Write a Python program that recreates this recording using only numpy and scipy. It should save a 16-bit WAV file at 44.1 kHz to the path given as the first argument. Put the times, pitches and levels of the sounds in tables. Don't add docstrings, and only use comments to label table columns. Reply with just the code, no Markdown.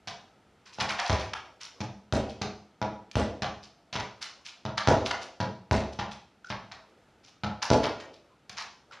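import sys
import numpy as np
from scipy import signal
from scipy.fft import rfft, irfft, next_fast_len
from scipy.io import wavfile

SR = 44100
rng = np.random.default_rng(int(sys.argv[2]) if len(sys.argv) > 2 else 0)


def put_to_file(sound):
    columns = np.atleast_2d(sound).T
    safe = np.clip(columns, -1, 1)
    whole_steps = np.round(safe * 32767)
    wavfile.write(sys.argv[1], SR, whole_steps.astype(np.int16))


N = 396900
SPAN, RING = SR // 4, 32768
AGE = np.arange(SPAN) / SR
LEVEL_WINDOW_S = .08
YARD_HUM_HZ, YARD_HUM_T60_S = 210, .12

# freq_hz, level_db
HUSH_SPECTRUM = [(18, 11.5), (30, -6.5), (207, -5), (274, -6), (466, -8), (543, -10.5), (880, -10.5),
                 (1080, -19), (1290, -10.5), (1580, -17), (3130, -21.5), (6890, -31.5), (13000, -44)]
# time_s, level_db
HUSH_RIDE = [(0, -59), (0.702, -59), (2, -60.5), (6.4, -61), (7.1, -58), (7.4, -61), (9, -60)]
# start_s, thump_db, knock_db, slap_db, knock_hz, slap_tilt_db_per_octave
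BOUNCE_CUES = [(0.073, -51.5, -47.5, -42.5, 730, -2), (0.813, -41, -37.5, -43, 610, -7),
               (2.4147, -37, -34.5, -39, 485, -2.5), (3.4204, -36, -35.5, -37.5, 583, -5.5),
               (3.927, -51, -58, -41.5, 573, -4), (3.954, -38.5, -35, -39, 530, -6),
               (5.989, -37, -35, -38, 850, -7), (6.502, -40.5, -38.5, -40.5, 1190, -8.5),
               (6.715, -61, -65, -49.5, 1000, -4.5), (8.496, -58, -56, -54.5, 775, -4)]
# pitch_hz, level_db, t60_s
BALL_RESONANCES = [(293, 14, 0.021), (427, 12.5, 0.06), (484, 0.5, 0.2), (545, 2.5, 0.025), (600, 14, 0.21),
                   (660, 19.5, 0.038), (736, 13, 0.09), (821, 17.5, 0.055), (850, 26, 0.063),
                   (957, 26, 0.059), (1130, 24, 0.085), (1340, 29.5, 0.015), (1428, 30.5, 0.043)]
# freq_hz, level_db
SLAP_SPECTRUM = [(200, -41), (700, -1), (1500, -3), (2500, -1), (4000, 1), (5500, 0.5), (6600, -6),
                 (7800, -22.5), (10500, -26.5), (13000, -44)]
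# start_s, length_s, rasp_db, grit_db
SCRAPE_CUES = [(0.653, 0.036, -56, -61.5), (0.798, 0.021, -34, -37.5), (0.885, 0.028, -33, -42.5),
               (0.981, 0.028, -32.5, -41.5), (1.035, 0.051, -40, -43.5), (1.185, 0.045, -45, -47.5),
               (1.333, 0.0052, -38, -51.5), (1.599, 0.037, -52, -49.5), (3.995, 0.011, -41.5, -51),
               (4.207, 0.032, -48, -46.5), (4.445, 0.038, -59, -48.5), (4.772, 0.017, -32, -39),
               (5.051, 0.026, -41, -40), (5.106, 0.0091, -32.5, -46), (6.109, 0.019, -59, -52.5),
               (7.617, 0.021, -34.5, -38.5), (7.827, 0.029, -34, -42), (7.994, 0.025, -49.5, -58),
               (8.564, 0.04, -40.5, -45), (8.916, 0.031, -51, -70)]
# pitch_ratio, level_db
RASP_SPECTRUM = [(.06, -15), (.2, -23), (.45, -14.5), (.7, 1), (1, 3.5), (1.22, 1), (1.5, 2), (2.1, -0.5),
                 (3, -2.5), (6, -17.5), (13, -109)]
# freq_hz, level_db
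GRIT_SPECTRUM = [(200, -27), (900, -1.5), (1800, -6), (3000, -3.5), (5400, -2.5), (6500, -10),
                 (7800, -23.5), (10500, -27.5), (13000, -44)]
# start_s, level_db
STEP_CUES = [(0.722, -57), (1.634, -53), (2.283, -55), (3.621, -56.5), (5.208, -50.5), (5.918, -59.5),
             (6.452, -64), (6.485, -54.5), (7.23, -63), (7.267, -63), (8.129, -63.5)]
# start_s, level_db
TICK_CUES = [(0.661, -73), (1.128, -48), (3.1135, -55.5), (3.421, -52), (3.9375, -56), (4.226, -45),
             (4.8885, -51), (5.929, -66), (7.7334, -45), (8.4949, -52.5), (8.529, -64), (8.609, -56),
             (8.622, -53)]
# start_s, level_db, pitch_hz
SQUEAK_CUES = [(.78, -59, 1410), (6.444, -53.5, 1460), (7.438, -45.5, 1375), (8.91, -59, 1400)]
# start_s, thump_db, knock_db, slap_db, knock_hz, slap_tilt_db_per_octave
KICK_CUES = [(0.786, -50, -33.5, -53.5, 786, -5), (1.805, -38, -37.5, -47, 680, -3),
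             (2.8163, -38.5, -26, -47, 880, -6), (4.652, -38.5, -36, -46.5, 729, -7),
             (5.4023, -34.5, -30, -44, 860, -4), (7.4354, -37, -33.5, -44, 980, -7)]
# start_s, contact_s, knock_db, thump_db, slap_db, hum_db, sand_db, knock_hz
WALL_CUES = [(1.0968, 0.0088, -34, -27.5, -35, -57, -66, 765),
             (2.125, 0.012, -32.5, -29, -38.5, -35.5, -56.5, 627),
             (3.1553, 0.014, -31.5, -26.5, -38, -36.5, -60.5, 696),
             (4.8741, 0.012, -24.5, -25.5, -32.5, -46, -57, 600),
             (5.7115, .0102, -31, -24.5, -36, -34.5, -57, 651),
             (7.703, 0.011, -23.5, -27, -35, -52, -57, 550)]
# freq_hz, level_db
SAND_SPECTRUM = [(1500, -30), (5500, 5.5), (7500, 1.5), (10500, -9.5), (13000, -23)]
# pitch_hz, level_db, t60_s
STANDING_WAVES = [(72.5, 13, .65), (100.5, 10, .6), (121, 6, .5), (134, 6, .45), (209, 11, .65)]
# delay_s, level_db
WALL_ECHOES = [(.017, -16.5), (0.031, -5), (0.04, -7)]
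# freq_hz, level_db
TAIL_SPECTRUM = [(50, 5), (130, 1.5), (250, 5), (600, 6), (1500, 1), (5000, -4.5), (12000, -2.5)]
# freq_hz, t60_s
TAIL_DECAY = [(60, 0.43), (250, 0.56), (550, 0.49), (1000, 0.46), (2000, 0.39), (5000, 0.48), (8000, 0.48),
              (13000, 0.14)]
# delay_s, spread_s, level_db
HOUSE_ECHOES = [(.09, .02, -30), (.29, .04, -44)]


def from_db(db):
    return 10 ** (np.asarray(db) / 20)


def at_level(x, db):
    return x * from_db(db) / np.sqrt(np.sum(x ** 2) / (LEVEL_WINDOW_S * SR) + 1e-20)


def at_hz(points, hz):
    freqs, values = np.transpose(points)
    return np.interp(np.log(np.maximum(hz, 1)), np.log(freqs), values)


def butter(x, hz, kind, order=2):
    return signal.sosfilt(signal.butter(order, hz, kind, fs=SR, output="sos"), x + 1e-18)


def coloured(x, spectrum):
    size = 2 * next_fast_len(len(x))
    gain = from_db(at_hz(spectrum, np.fft.rfftfreq(size, 1 / SR)))
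    cepstrum = irfft(np.log(gain))
    cepstrum[1:size // 2] *= 2
    cepstrum[size // 2 + 1:] = 0
    return irfft(rfft(x, size) * np.exp(rfft(cepstrum)))[:len(x)]


def resonate(x, hz, t60):
    r = from_db(-60 / (t60 * SR))
    feedback = [1, -2 * r * np.cos(2 * np.pi * hz / SR), r * r]
    return signal.lfilter([(1 - r * r) / 2, 0, (r * r - 1) / 2], feedback, x + 1e-18)


def add(track, start_s, x):
    start = max(int(start_s * SR), 0)
    track[start:start + len(x)] += x[:len(track) - start]


def push(rise_s, start_s=0):
    u = np.maximum(AGE - start_s, 0) / rise_s
    return (u * np.exp(1 - u)) ** 2


def neighbourhood_hush():
    hush = coloured(rng.standard_normal(N), HUSH_SPECTRUM)
    hush = hush / np.std(hush)
    for position, pitch, size in rng.random((50, 3)):
        hz = 400 * 2 ** (1.7 * pitch)
        flicker = resonate(push(.03) * rng.standard_normal(SPAN), hz, t60=.03)
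        add(hush, position * N / SR, at_level(flicker * size, -8))
    ride_db = np.interp(np.arange(N) / SR, *np.transpose(HUSH_RIDE))
    return from_db(ride_db) * hush


def knock(force, centre_hz, hollow_db, hollow_t60, ring_db, low_hz, sustain):
    out = butter(force, low_hz, "high", order=1)
    out += from_db(hollow_db) * resonate(force, centre_hz, hollow_t60)
    for hz, db, t60 in BALL_RESONANCES:
        nearness = np.exp(-(np.log2(hz / centre_hz) / .5) ** 2) + from_db(-14)
        chance_db, detune = rng.normal(0, 2), rng.normal(1, .008)
        ring = resonate(force, hz * detune, t60 * sustain)
        out += nearness * from_db(db + ring_db + chance_db) * ring
    return out


def thump(hz, decay_s):
    return -np.sin(2 * np.pi * hz * AGE) * np.exp(-AGE / decay_s)


def dust_grains(spread_db, crack_db, cracks_per_s=220):
    grain_index = np.arange(SPAN) // (SR // 1000)
    sizes = from_db(spread_db * rng.standard_normal(SPAN))[grain_index]
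    friction, cracks = rng.standard_normal((2, SPAN))
    cracking = rng.random(SPAN) < cracks_per_s / SR
    return friction * sizes + from_db(crack_db) * cracks * cracking


def slap(crack_s, crunch_s, crunch_db, tilt_db):
    snap = from_db(8) * signal.unit_impulse(SPAN)
    crack = rng.standard_normal(SPAN) * np.exp(-AGE / crack_s)
    crunch = from_db(crunch_db) * dust_grains(spread_db=6.5, crack_db=16) * np.exp(-AGE / crunch_s)
    spectrum = [(hz, db + tilt_db * np.log2(max(hz, 1300) / 3000)) for hz, db in SLAP_SPECTRUM]
    return coloured(snap + crack + crunch, spectrum)


def soft_blow(thump_db, knock_db, slap_db, knock_hz, tilt_db, echo_db, crunch_db):
    force = push(.00032) + 1.2 * push(.0001)
    hollow = knock(force, knock_hz, hollow_db=17, hollow_t60=.016, ring_db=7, low_hz=450, sustain=1)
    body = (at_level(thump(hz=157, decay_s=.0028), thump_db - 3.5)
            + at_level(hollow, knock_db - 10)
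            + at_level(resonate(force, YARD_HUM_HZ, YARD_HUM_T60_S), thump_db - 13))
    out = np.zeros(SPAN)
    for delay_s, db in ((0, 0), (.0093, echo_db)):
        crack = slap(crack_s=.0031, crunch_s=.017, crunch_db=crunch_db, tilt_db=tilt_db)
        add(out, delay_s, from_db(db) * (body + at_level(crack, slap_db + 2.5)))
    return out


def bounces():
    for start_s, *touch in BOUNCE_CUES:
        yield start_s, soft_blow(*touch, echo_db=-6, crunch_db=4)


def rasp(length_s, db):
    resonance_hz = 1080 * 2 ** (-.02 * (db + 38))
    friction = push(length_s * .52) * dust_grains(spread_db=3.5, crack_db=11)
    spectrum = [(ratio * resonance_hz, level_db) for ratio, level_db in RASP_SPECTRUM]
    return at_level(coloured(friction, spectrum), db - 3.5)


def sand_cracks(per_s, ring_cycles=7):
    sizes = rng.standard_normal(SPAN) * from_db(2 * rng.standard_normal(SPAN))
    cracks = sizes * (rng.random(SPAN) < per_s / SR)
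    pitches_hz = np.geomspace(2200, 11500, 10)
    choice = rng.integers(0, len(pitches_hz), SPAN)
    out = sum(resonate(cracks * (choice == k), hz, ring_cycles / hz) for k, hz in enumerate(pitches_hz))
    return out / (np.std(out) + 1e-20)


def grit(length_s, db):
    sand = rng.standard_normal(SPAN) + from_db(2.5) * sand_cracks(per_s=900)
    crunch = coloured(push(length_s * .59) * sand, GRIT_SPECTRUM)
    return at_level(butter(crunch, 1210, "high"), db)


def tick(db):
    burst = coloured(rng.standard_normal(SPAN) * np.exp(-AGE / .0034), GRIT_SPECTRUM)
    return at_level(butter(burst, 1800, "high"), db)


def squeak(db, hz, rise_s=.0032, fall_octaves_per_s=22):
    pitch_hz = hz * 2 ** (-fall_octaves_per_s * (AGE - rise_s))
    chirp = np.sin(2 * np.pi * np.cumsum(pitch_hz) / SR)
    roughness = .37 * coloured(rng.standard_normal(SPAN), SLAP_SPECTRUM)
    return at_level(push(rise_s) * (chirp + roughness), db)


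def scrapes_and_steps():
    for start_s, length_s, rasp_db, grit_db in SCRAPE_CUES:
        yield start_s, rasp(length_s, rasp_db) + grit(length_s, grit_db)
    for start_s, db in STEP_CUES:
        yield start_s, grit(length_s=.028, db=db)
    for start_s, db in TICK_CUES:
        yield start_s, tick(db)
    for start_s, db, hz in SQUEAK_CUES:
        yield start_s, squeak(db, hz)


def kicks():
    for start_s, *touch in KICK_CUES:
        yield start_s, soft_blow(*touch, echo_db=-1, crunch_db=-13.5)


def wall_hits(release_s=.00058):
    for start_s, contact_s, knock_db, thump_db, slap_db, hum_db, sand_db, knock_hz in WALL_CUES:
        release = push(release_s, start_s=contact_s - release_s)
        force = .7 * push(.00014) - 1.2 * release
        yard_hum = resonate(release, YARD_HUM_HZ, YARD_HUM_T60_S)
        sustain = from_db(.8 * (knock_db + 31))
        hollow = knock(force, knock_hz, hollow_db=3, hollow_t60=.008,
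                       ring_db=2, low_hz=250, sustain=sustain)
        low = thump(hz=102, decay_s=.007)
        crack = slap(crack_s=.00058, crunch_s=.051, crunch_db=-23, tilt_db=-5)
        spray = coloured(push(.023) * sand_cracks(per_s=700), SAND_SPECTRUM)
        body = at_level(yard_hum, hum_db - 10.5) + at_level(low, thump_db - 11.5)
        body += at_level(hollow, knock_db - 6.5)
        yield start_s, body + at_level(crack, slap_db - 5) + at_level(spray, sand_db)


def tail_bands(build_s):
    t, hz = np.arange(RING) / SR, np.fft.rfftfreq(RING, 1 / SR)
    band = np.arange(9)[:, None]
    octave = np.log2(np.clip(hz, 50, 12800) / 50)
    shapes = np.maximum(1 - abs(octave - band), 0) * from_db(at_hz(TAIL_SPECTRUM, hz))
    t60 = at_hz(TAIL_DECAY, 50 * 2 ** band)
    envelopes = (1 - np.exp(-(t / build_s) ** 2)) * np.exp(-np.log(1000) * t / t60)
    early_energy = np.sum(envelopes[:, t < LEVEL_WINDOW_S] ** 2, axis=1, keepdims=True)
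    return shapes, envelopes / np.sqrt(early_energy)


def yard(sounds, direct_db, echo_db, tail_db, boom_db):
    click = signal.unit_impulse(RING)
    boom = sum(from_db(db + boom_db) * resonate(click, hz, t60) for hz, db, t60 in STANDING_WAVES)
    shapes, envelopes = tail_bands(build_s=.014)
    out = np.zeros(N)
    for start_s, sound in sounds:
        noise_bands = irfft(rfft(rng.standard_normal(RING)) * shapes)
        tail = np.sum(noise_bands * envelopes, axis=0)
        response = from_db(direct_db) * click + boom + from_db(tail_db) * tail
        for delay_s, db in WALL_ECHOES:
            add(response, delay_s + rng.normal(0, .00056), from_db(db + echo_db) * click)
        add(out, start_s, signal.fftconvolve(sound, response))
    return out


def houses(hits, band_hz=(338, 810)):
    out = np.zeros(N)
    for delay_s, spread_s, db in HOUSE_ECHOES:
        smear = butter(push(spread_s) * rng.standard_normal(SPAN), band_hz, "band")
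        response = smear * from_db(db) / np.sqrt(np.sum(smear ** 2))
        add(out, delay_s, signal.fftconvolve(hits, response))
    return out


def scene():
    hits = yard(wall_hits(), direct_db=4.5, echo_db=-.5, tail_db=3.5, boom_db=2.5)
    mid = (hits + houses(hits)
           + yard(kicks(), direct_db=-2.5, echo_db=-10, tail_db=-4, boom_db=-13.5)
           + yard(bounces(), direct_db=-3.5, echo_db=-16.5, tail_db=-5, boom_db=-13)
           + neighbourhood_hush()
           + yard(scrapes_and_steps(), direct_db=.5, echo_db=-15, tail_db=-.5, boom_db=-16))
    flutter = butter(rng.standard_normal(N), 300, "low")
    pan = np.tanh(3 * flutter / np.std(flutter))
    side = from_db(-7) * butter(mid * pan, 5520, "high", order=8)
    return np.array([mid + side, mid - side])


def record(dry):
    thin = butter(dry, 48, "high", order=6)
    top_cut = signal.ellip(10, .2, 80, 13200, fs=SR, output="sos")
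    return signal.sosfilt(top_cut, thin)


dry = scene()
out = record(dry)
put_to_file(out)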